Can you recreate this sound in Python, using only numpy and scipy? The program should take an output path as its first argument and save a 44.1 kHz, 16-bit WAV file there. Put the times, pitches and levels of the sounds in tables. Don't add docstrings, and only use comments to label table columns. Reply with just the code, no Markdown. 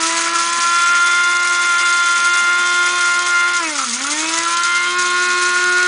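import sys
import numpy as np
from scipy import signal
from scipy.fft import rfft, irfft, next_fast_len
from scipy.io import wavfile
from scipy.ndimage import uniform_filter1d, map_coordinates

SR = 44100
rng = np.random.default_rng(int(sys.argv[2]) if len(sys.argv) > 2 else 0)


def magnitude_from_level(level_db):
    exponent = np.asarray(level_db, float) / 20
    return 10 ** exponent


def store_wav(level_fs):
    pcm = np.round(np.clip(np.atleast_2d(level_fs), -1, 1) * 32767)
    wavfile.write(sys.argv[1], SR, pcm.T.astype(np.int16))


N = 259066

# (time [s], tilt [0-1], button [0-1])
HAND = [
    (0, .4, 1),
    (.8, 0, 0.73),
    (3.52, 0.02, 0.96),
    (3.58, 0.14, 0.25),
    (3.91, 0.04, 0),
    (3.95, 0.4, 0.6),
    (4.6, 0.74, 1),
    (5.0, 1, 1),
    (5.9, 1, 0.96),
]
# (frequency [Hz], level [dB])
ROOM_HUM = [(20, -1.5), (45, -2.5), (110, 8.5), (200, 9.5), (300, -13), (600, -52.5)]
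LET_GO_S, PRESSED_S = 3.583, 3.921
FULL_SPEED_HZ = 350


def motor():
    # (order [1], lower mains line [dB], order level [dB], upper mains line [dB])
    upright = [(1, -62, -27.5, -82), (2, -51.5, -35.5, -45), (3, -48.5, -40.5, -40.5), (4, -45, -38, -47),
               (5, -54.5, -41, -39), (6, -40.5, -47.0, -51.5), (7, -62, -42.5, -41.5), (8, -59.5, -41, -48),
               (9, -54, -41.5, -55.5), (10, -49.5, -46.5, -52), (11, -61, -57, -42.5),
               (12, -44.5, -42.5, -49.5), (13, -54.5, -72.5, -57), (14, -53, -44.5, -46.5)]
    # (order [1], lower mains line [dB], order level [dB], upper mains line [dB])
    tilted = [(1, -54, -26.5, -76), (2, -57.5, -40.8, -57), (3, -47.5, -41, -40.5), (4, -38.5, -41.5, -38),
              (5, -39, -44, -41), (6, -40, -43, -47), (7, -58, -44.5, -44), (8, -41, -43, -44.5),
              (9, -38.5, -36.5, -44), (10, -50, -53, -46.5), (11, -49, -37.5, -43), (12, -55, -38.5, -51),
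              (13, -50.5, -53, -46), (14, -58.5, -50, -43.5)]
    # (time [s], shift of the standing waves [%], looseness [dB])
    grip = [(0, 0.36, 0.5), (0.3, -0.068, 1), (0.55, 0.068, -3.5), (0.7, -0.01, 3.5), (1, -0.092, 1.9),
            (1.5, 0.24, -0.1), (2.2, -0.061, 0.3), (2.9, 0.33, 3.0), (3.3, 0.16, -0.3), (3.42, 0.44, 2.5),
            (3.53, -0.22, -3.5), (3.6, -0.0055, -1.4), (3.66, -0.18, 3), (3.76, 0.71, -7.5),
            (4.2, 0.17, 2.5), (4.7, -0.12, 0.5), (5.1, 0.072, 1), (5.87, 0.33, -1.2)]
    feels_grip = {4: 1, 5: .5, 6: 1, 7: 1, 8: 1, 9: .5}
    mains_pull_hz, commutator_bars = 120, 20
    high_order_share = 0.28
    chop_db, chop_full_hz = 4, 18

    t = np.arange(N) / SR
    hz = shaft_hz()
    slow = slowness(hz)
    tilt, button = curves(HAND)
    shift_percent, loose_db = curves(grip)
    turn = 2 * np.pi * np.cumsum(hz * (1 + 0.001215 * wobble(40))) / SR
    pull = 2 * np.pi * mains_pull_hz * t
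    grid_hz = np.arange(5200.)
    standing_db = standing_waves_db(grid_hz)
    flare_db = 6 * np.exp(-((t - LET_GO_S - 0.068) / 0.042) ** 2)
    turn_db = -4 * np.clip((t - 3) / .15, 0, 1) * (1 - tilt)
    under_speed = np.clip((348 - hz) / chop_full_hz, 0, 1)

    out = np.zeros(N)
    for (k, *up_db), (_, *tilted_db) in zip(upright, tilted):
        low_db, mid_db, high_db = [a + (b - a) * tilt for a, b in zip(up_db, tilted_db)]
        glide_db = -25 * slow + shell_db(k * hz) - shell_db(k * 352)
        low_db = low_db + glide_db + 2.2 * wobble(12)
        high_db = high_db + glide_db + 1.2 * wobble(12)

        mid_db = mid_db - 42.5 * slow
        mid_db += (0.11 + 0.23 * abs(k - 4)) * wobble(9) + 0.81 * wobble(30)
        mid_db -= chop_db * (1 if k > 3 else .3) * under_speed * (abs(wobble(28)) - .55)
        mid_db += feels_grip.get(k, 0) * loose_db
        mid_db += (6 <= k <= 9) * flare_db + (k == 10) * turn_db
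        share = 1 if k <= 10 else high_order_share
        mid_db += share * np.interp(k * hz * (1 + shift_percent / 100), grid_hz, standing_db)

        phase = rng.uniform(0, 2 * np.pi, size=3)
        out += magnitude_from_level(mid_db) * np.sin(k * turn + phase[0])
        out += button * magnitude_from_level(low_db) * np.sin(k * turn - pull + phase[1])
        out += button * magnitude_from_level(high_db) * np.sin(k * turn + pull + phase[2])
    brush_db = -60.5 + 11 * tilt ** 3 + 1.8 * wobble(5)
    out += magnitude_from_level(brush_db) * np.sin(commutator_bars * turn)
    return magnitude_from_level(4.0) * out


def shaft_hz():
    # (time [s], speed [Hz])
    loaded = [(0.0, 326), (0.174, 334), (0.52, 341.8), (0.846, 346), (1.262, 350.5), (1.52, 350.8),
              (1.98, 348.8), (2.213, 347.6), (2.302, 350.2), (2.68, 352.3), (3.13, 350.7), (3.375, 349.3),
              (3.57, 349.6), (4.353, 349.9), (4.857, 354.9), (5.02, 356.6), (5.464, 357.6), (5.87, 360.5)]
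    # (time [s], change of speed [Hz], half length [s])
    slips = [
        (0.344, 4, 0.013),
        (0.928, 1.88, 0.04),
        (1.793, -3.5, 0.088),
        (1.823, 4, 0.052),
        (2.45, -1.5, 0.08),
        (2.947, 3, 0.059),
        (3.25, 3.5, 0.0733),
        (3.501, 3, 0.047),
        (4.977, 3, 0.067),
        (5.23, 1.7, 0.093),
    ]
    coast_hz_per_s, spin_up_s = 360.8, .24

    t = np.arange(N) / SR
    lost_hz = coast_hz_per_s * np.clip(t - LET_GO_S, 0, PRESSED_S - LET_GO_S)
    lost_hz *= np.exp(-np.clip(t - PRESSED_S, 0, None) / spin_up_s)
    slip_hz = sum(hz * np.exp(-((t - s) / half_s) ** 2) for s, hz, half_s in slips)
    return curves(loaded)[0] + slip_hz - lost_hz


def slowness(hz):
    return np.clip(1 - hz / FULL_SPEED_HZ, 0, 1)


def standing_waves_db(hz):
    # (frequency [Hz], width [Hz], gain [dB])
    crests = [(664, 9.1, 5), (994, 25, 7), (1028, 19.6, 7.5), (1082.0, 42.8, 19.0), (1355, 9.1, 9),
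              (1400.8, 97, 19.0), (1444.4, 24, 12.8), (1689, 94, 11.5), (1786, 23, 11.5), (2101, 52, 16.6),
              (2504, 19, 6), (2804, 19.0, 6.5), (3183, 84.0, 14.7), (3519.0, 203, 19.5)]
    # (frequency [Hz], width [Hz], gain [dB])
    nodes = [(347.6, 13.6, -19), (694, 31.6, -15.5), (715, 2.1, -8), (1082.9, 16.5, -14), (1403, 6.1, -1.4),
             (1419.8, 13, -10), (1779, 20.3, -15), (2040, 14, -21.9), (2458.0, 10, -6), (2864, 44.0, -22.0),
             (3161.0, 13.3, -22), (3233, 63, -22.0), (3521, 50.4, -6), (253.6, 5.0, -12)]
    # (frequency [Hz], width [Hz], gain [dB])
    frame = [(233, 24.0, 6), (301.0, 4.0, 1.5), (596, 11, 5.1), (891, 262, 11), (1154, 70, 13.5),
             (1316.0, 8.0, 12.0), (1505, 85.0, 7.0), (1843.0, 73, 17.7), (1997, 56.0, 15.4), (2206, 125, 9),
             (2392.0, 17, 10.5), (2567, 100, 11.5), (2854, 76.0, 3.5), (3260, 14, 15)]
    return bumps_db(hz, crests + nodes + frame)


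def shell_db(hz):
    # (frequency [Hz], width [Hz], gain [dB])
    shell = [(1340, 59, 6), (2100, 160, 0.5), (2650, 250, 13.5), (3164, 220, 14)]
    return bumps_db(hz, shell)


def seeds():
    # (frequency [Hz], level [dB])
    rattle_colour = [(1500, -34), (2500, -8), (3500, 0), (4200, -1.5), (5000, 1), (5600, 1), (6400, -0.5),
                     (7200, 0.5), (8300, -8), (10000, -8.5), (10400, -53)]
    # (frequency [Hz], level [dB])
    knock_colour = [(120, -27), (250, -20), (500, -14), (850, -13), (1000, -2.5), (1350, 0.5), (1580, -4),
                    (2200, 2.5), (2700, -3.5), (3300, -11), (4500, -21), (7000, -52.5)]
    # (frequency [Hz], width [Hz], level over the rattle [dB])
    cup_modes = [(4950, 77, -12.5), (6450, 410, 0), (7875, 120, 3.5), (8730, 102, 9), (9615, 70, 12)]
    # (frequency [Hz], width [Hz], level over the knocks [dB])
    housing_modes = [(235, 45, 6.1), (323, 16, 8.4), (1403, 47, 7.2), (3363, 120, 3.4)]
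    # (frequency [Hz], width [Hz], level [dB])
    jam_modes = [(1200, 96, 9.5), (1330, 83, 18)]
    # (time [s], peak [dB])
    strikes = [(0.2483, -7), (0.3493, 1.5), (0.5317, -4), (1.064, -19), (1.3678, -1), (1.4726, 0.5),
               (1.497, -5), (2.166, -12), (2.2697, -4), (3.1911, 1), (3.2665, -6), (3.9258, -4),
               (4.0672, 0), (4.1096, -8), (4.2047, -5), (4.2594, -5), (4.3868, 3.5), (4.4323, 0), (4.57, 5),
               (4.6344, 2), (4.7121, -14), (4.9863, -2), (5.6396, -1), (5.8282, 0)]
    # (time [s], knock [dB], thump [dB])
    jam_events = [
        (.35, -11, -53),
        (3.78, -9, -58),
        (3.81, -15, -60),
        (3.835, -16, -63),
        (4.045, -18.5, -50),
        (4.385, -24, -46),
        (4.986, -30, -43),
        (5.64, -23, -45),
    ]

    rattle_db, knock_db = feed()
    cup, housing = ringing(rattle_colour, cup_modes), ringing(knock_colour, housing_modes)
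    jammed = ringing(knock_colour, jam_modes)

    fine_hits = hail(16000, 1.4, -1.5, 60)
    fine = unit(filtered(patchy(fine_hits, 1.7, wide=4, long=2), cup))
    heavy_hits = hail(8000, 2, -4, 40)
    heavy = unit(filtered(patchy(heavy_hits, 1.2, wide=5, long=9), housing))

    ticks = filtered(bursts([(s, db - 5.5) for s, db in strikes], 0.015), cup)
    jams = filtered(bursts([(s, db - 4.5) for s, db, _ in jam_events], 0.15), jammed)
    thumps = filtered(bursts([(s, db + 11) for s, _, db in jam_events], 0.17), room_hum)
    return magnitude_from_level(rattle_db + 2.57) * fine + magnitude_from_level(knock_db) * heavy + ticks + jams + thumps


def feed():
    # (time [s], rattle [dB])
    reach = [(0, -23), (.4, -28), (.56, -24.5), (.68, -26), (.9, -29.5), (1.5, -27.5), (2, -28),
             (2.5, -29.5), (3, -27), (3.5, -30), (3.74, -28.5), (3.85, -27), (4.1, -26.5), (4.4, -25),
             (4.7, -30), (4.95, -30), (5.3, -28), (5.87, -27.5)]
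    # (time [s], surge [dB])
    surges = [(.01, 2), (.16, 2.5), (.29, -4), (0.351, 6), (.66, 3), (.74, 1.5), (.94, 5), (1.06, 4),
              (1.36, -3), (1.49, -0.5), (1.89, 0), (2.02, 3.5), (2.16, 4.5), (2.26, 1.5), (2.331, 5.5),
              (2.58, 4), (2.99, 0.5), (3.26, 5.5), (3.53, 6.5), (3.778, 5), (3.93, 2), (4.1, 4), (4.201, 2),
              (4.28, 4), (4.48, -0.5), (4.629, 5.5), (4.75, 2.5), (4.979, 5), (5.409, 4.5), (5.63, -1)]
    rise_s, fall_s = 0.008, 0.055
    knock_start_db, knock_wear_db_per_s, knock_slow_db = -26, -0.53, -6.5
    knock_follows = 0.43

    t = np.arange(N) / SR
    rattle_db = curves(reach)[0]
    for s, db in surges:
        rise = np.clip((t - s) / rise_s, 0, 1)
        rattle_db = rattle_db + db * rise * np.exp(-np.clip(t - s - rise_s, 0, None) / fall_s)
    knock_db = knock_start_db + knock_wear_db_per_s * t + knock_slow_db * slowness(shaft_hz())
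    knock_db += knock_follows * (rattle_db - rattle_db.mean())
    return rattle_db, knock_db


def hail(per_second, spread_db, clump_db, clumps_per_second):
    hit = rng.uniform(size=N) < per_second / SR
    starts = (rng.uniform(size=N) < clumps_per_second / SR) * rng.exponential(size=N)
    clumps = signal.lfilter([1], [1, -np.exp(-1 / (0.0088 * SR))], starts)
    size = magnitude_from_level(spread_db * rng.standard_normal(N))
    size *= 1 + magnitude_from_level(clump_db) * np.tanh(clumps)
    return hit * size * rng.standard_normal(N)


def bursts(events, t60_s):
    out, t = np.zeros(N + SR), np.arange(SR // 8) / SR
    for s, db in events:
        envelope = magnitude_from_level(db - 60 * t / t60_s) * (1 - np.exp(-t / 0.001))
        out[round(s * SR):][:len(t)] += envelope * rng.standard_normal(len(t))
    return out[:N]


def kitchen(x):
    # (frequency [Hz], t60 [s])
    decay = [(200, 0.96), (2000, 0.28), (10000, 0.4)]
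    hz, t, z = signal.stft(rng.standard_normal(SR // 2), SR, nperseg=256)
    t60_s = along(decay, hz)[:, None]
    tail = signal.istft(z * magnitude_from_level(-60 * t / t60_s), SR, nperseg=256)[1]
    return signal.fftconvolve(np.pad(x, (200, 0)), tail / np.linalg.norm(tail))[:N]


def floor():
    tilt, _ = curves(HAND)
    rumble = unit(filtered(rng.standard_normal(N), room_hum))
    return magnitude_from_level(-69 + 5 * tilt + 1.1 * wobble(3)) * rumble


def room_hum(hz):
    return magnitude_from_level(along(ROOM_HUM, hz))


def unit(x):
    return x / np.sqrt(np.mean(x ** 2) + 1e-20)


def along(points, hz):
    f, v = np.transpose(points)
    return np.interp(np.log(hz + 1), np.log(f + 1), v)


def curves(rows):
    s, *cols = np.transpose(rows)
    return [np.interp(np.arange(N) / SR, s, c) for c in cols]


def wobble(rate_hz):
    knots = rng.standard_normal(int(N * rate_hz / SR) + 4)
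    return map_coordinates(knots, [np.arange(N) * rate_hz / SR])


def bumps_db(hz, modes):
    return sum(db / (1 + (2 * (hz - c) / w) ** 2) for c, w, db in modes)


def filtered(x, response):
    m = next_fast_len(N + SR // 2)
    return irfft(rfft(x, m) * response(np.fft.rfftfreq(m, 1 / SR)), m)[..., :N]


def ringing(spectrum, modes):
    def response(f):
        peaks = sum(magnitude_from_level(db) * 1j * f * w / (c * c - f * f + 1j * f * w) for c, w, db in modes)
        return magnitude_from_level(along(spectrum, f)) * (1 + peaks)
    return response


def patchy(x, patchy_db, wide, long):
    z = signal.stft(x, nperseg=256)[2]
    field = uniform_filter1d(rng.standard_normal(z.shape), wide, 0)
    field = uniform_filter1d(field, long, 1)
    return signal.istft(z * magnitude_from_level(patchy_db * unit(field)), nperseg=256)[1][:N]


def scene():
    whine, rattle = motor(), seeds()
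    mono = whine + magnitude_from_level(-20) * kitchen(whine)
    mono += rattle + magnitude_from_level(-12) * kitchen(rattle) + floor()
    return np.array([mono, mono])


def thin_treble(x, from_hz=4400, under_db=-5, left_db=-24):
    hz, _, z = signal.stft(x, SR, nperseg=512)
    bands = z[:256].reshape(32, 8, -1)
    power = np.mean(abs(bands) ** 2, axis=1)
    around = uniform_filter1d(power, size=15, axis=1)
    dropped = (power < around * magnitude_from_level(under_db) ** 2) & (hz[:256:8, None] > from_hz)
    z[:256] *= np.repeat(np.where(dropped, magnitude_from_level(left_db), 1), 8, axis=0)
    return signal.istft(z, SR, nperseg=512)[1][:N]


def top_cut(x):
    return signal.sosfilt(signal.butter(12, 10570, fs=SR, output="sos"), x)


def record(dry):
    top_hz = 10170
    soft = dry[0] / (1 + abs(dry[0] / .7) ** 6) ** (1 / 6)
    mono = filtered(thin_treble(soft), lambda hz: np.clip((top_hz - hz) / 160, 0, 1))
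    return top_cut(np.array([mono, mono]))


dry = scene()
out = record(dry)
store_wav(out)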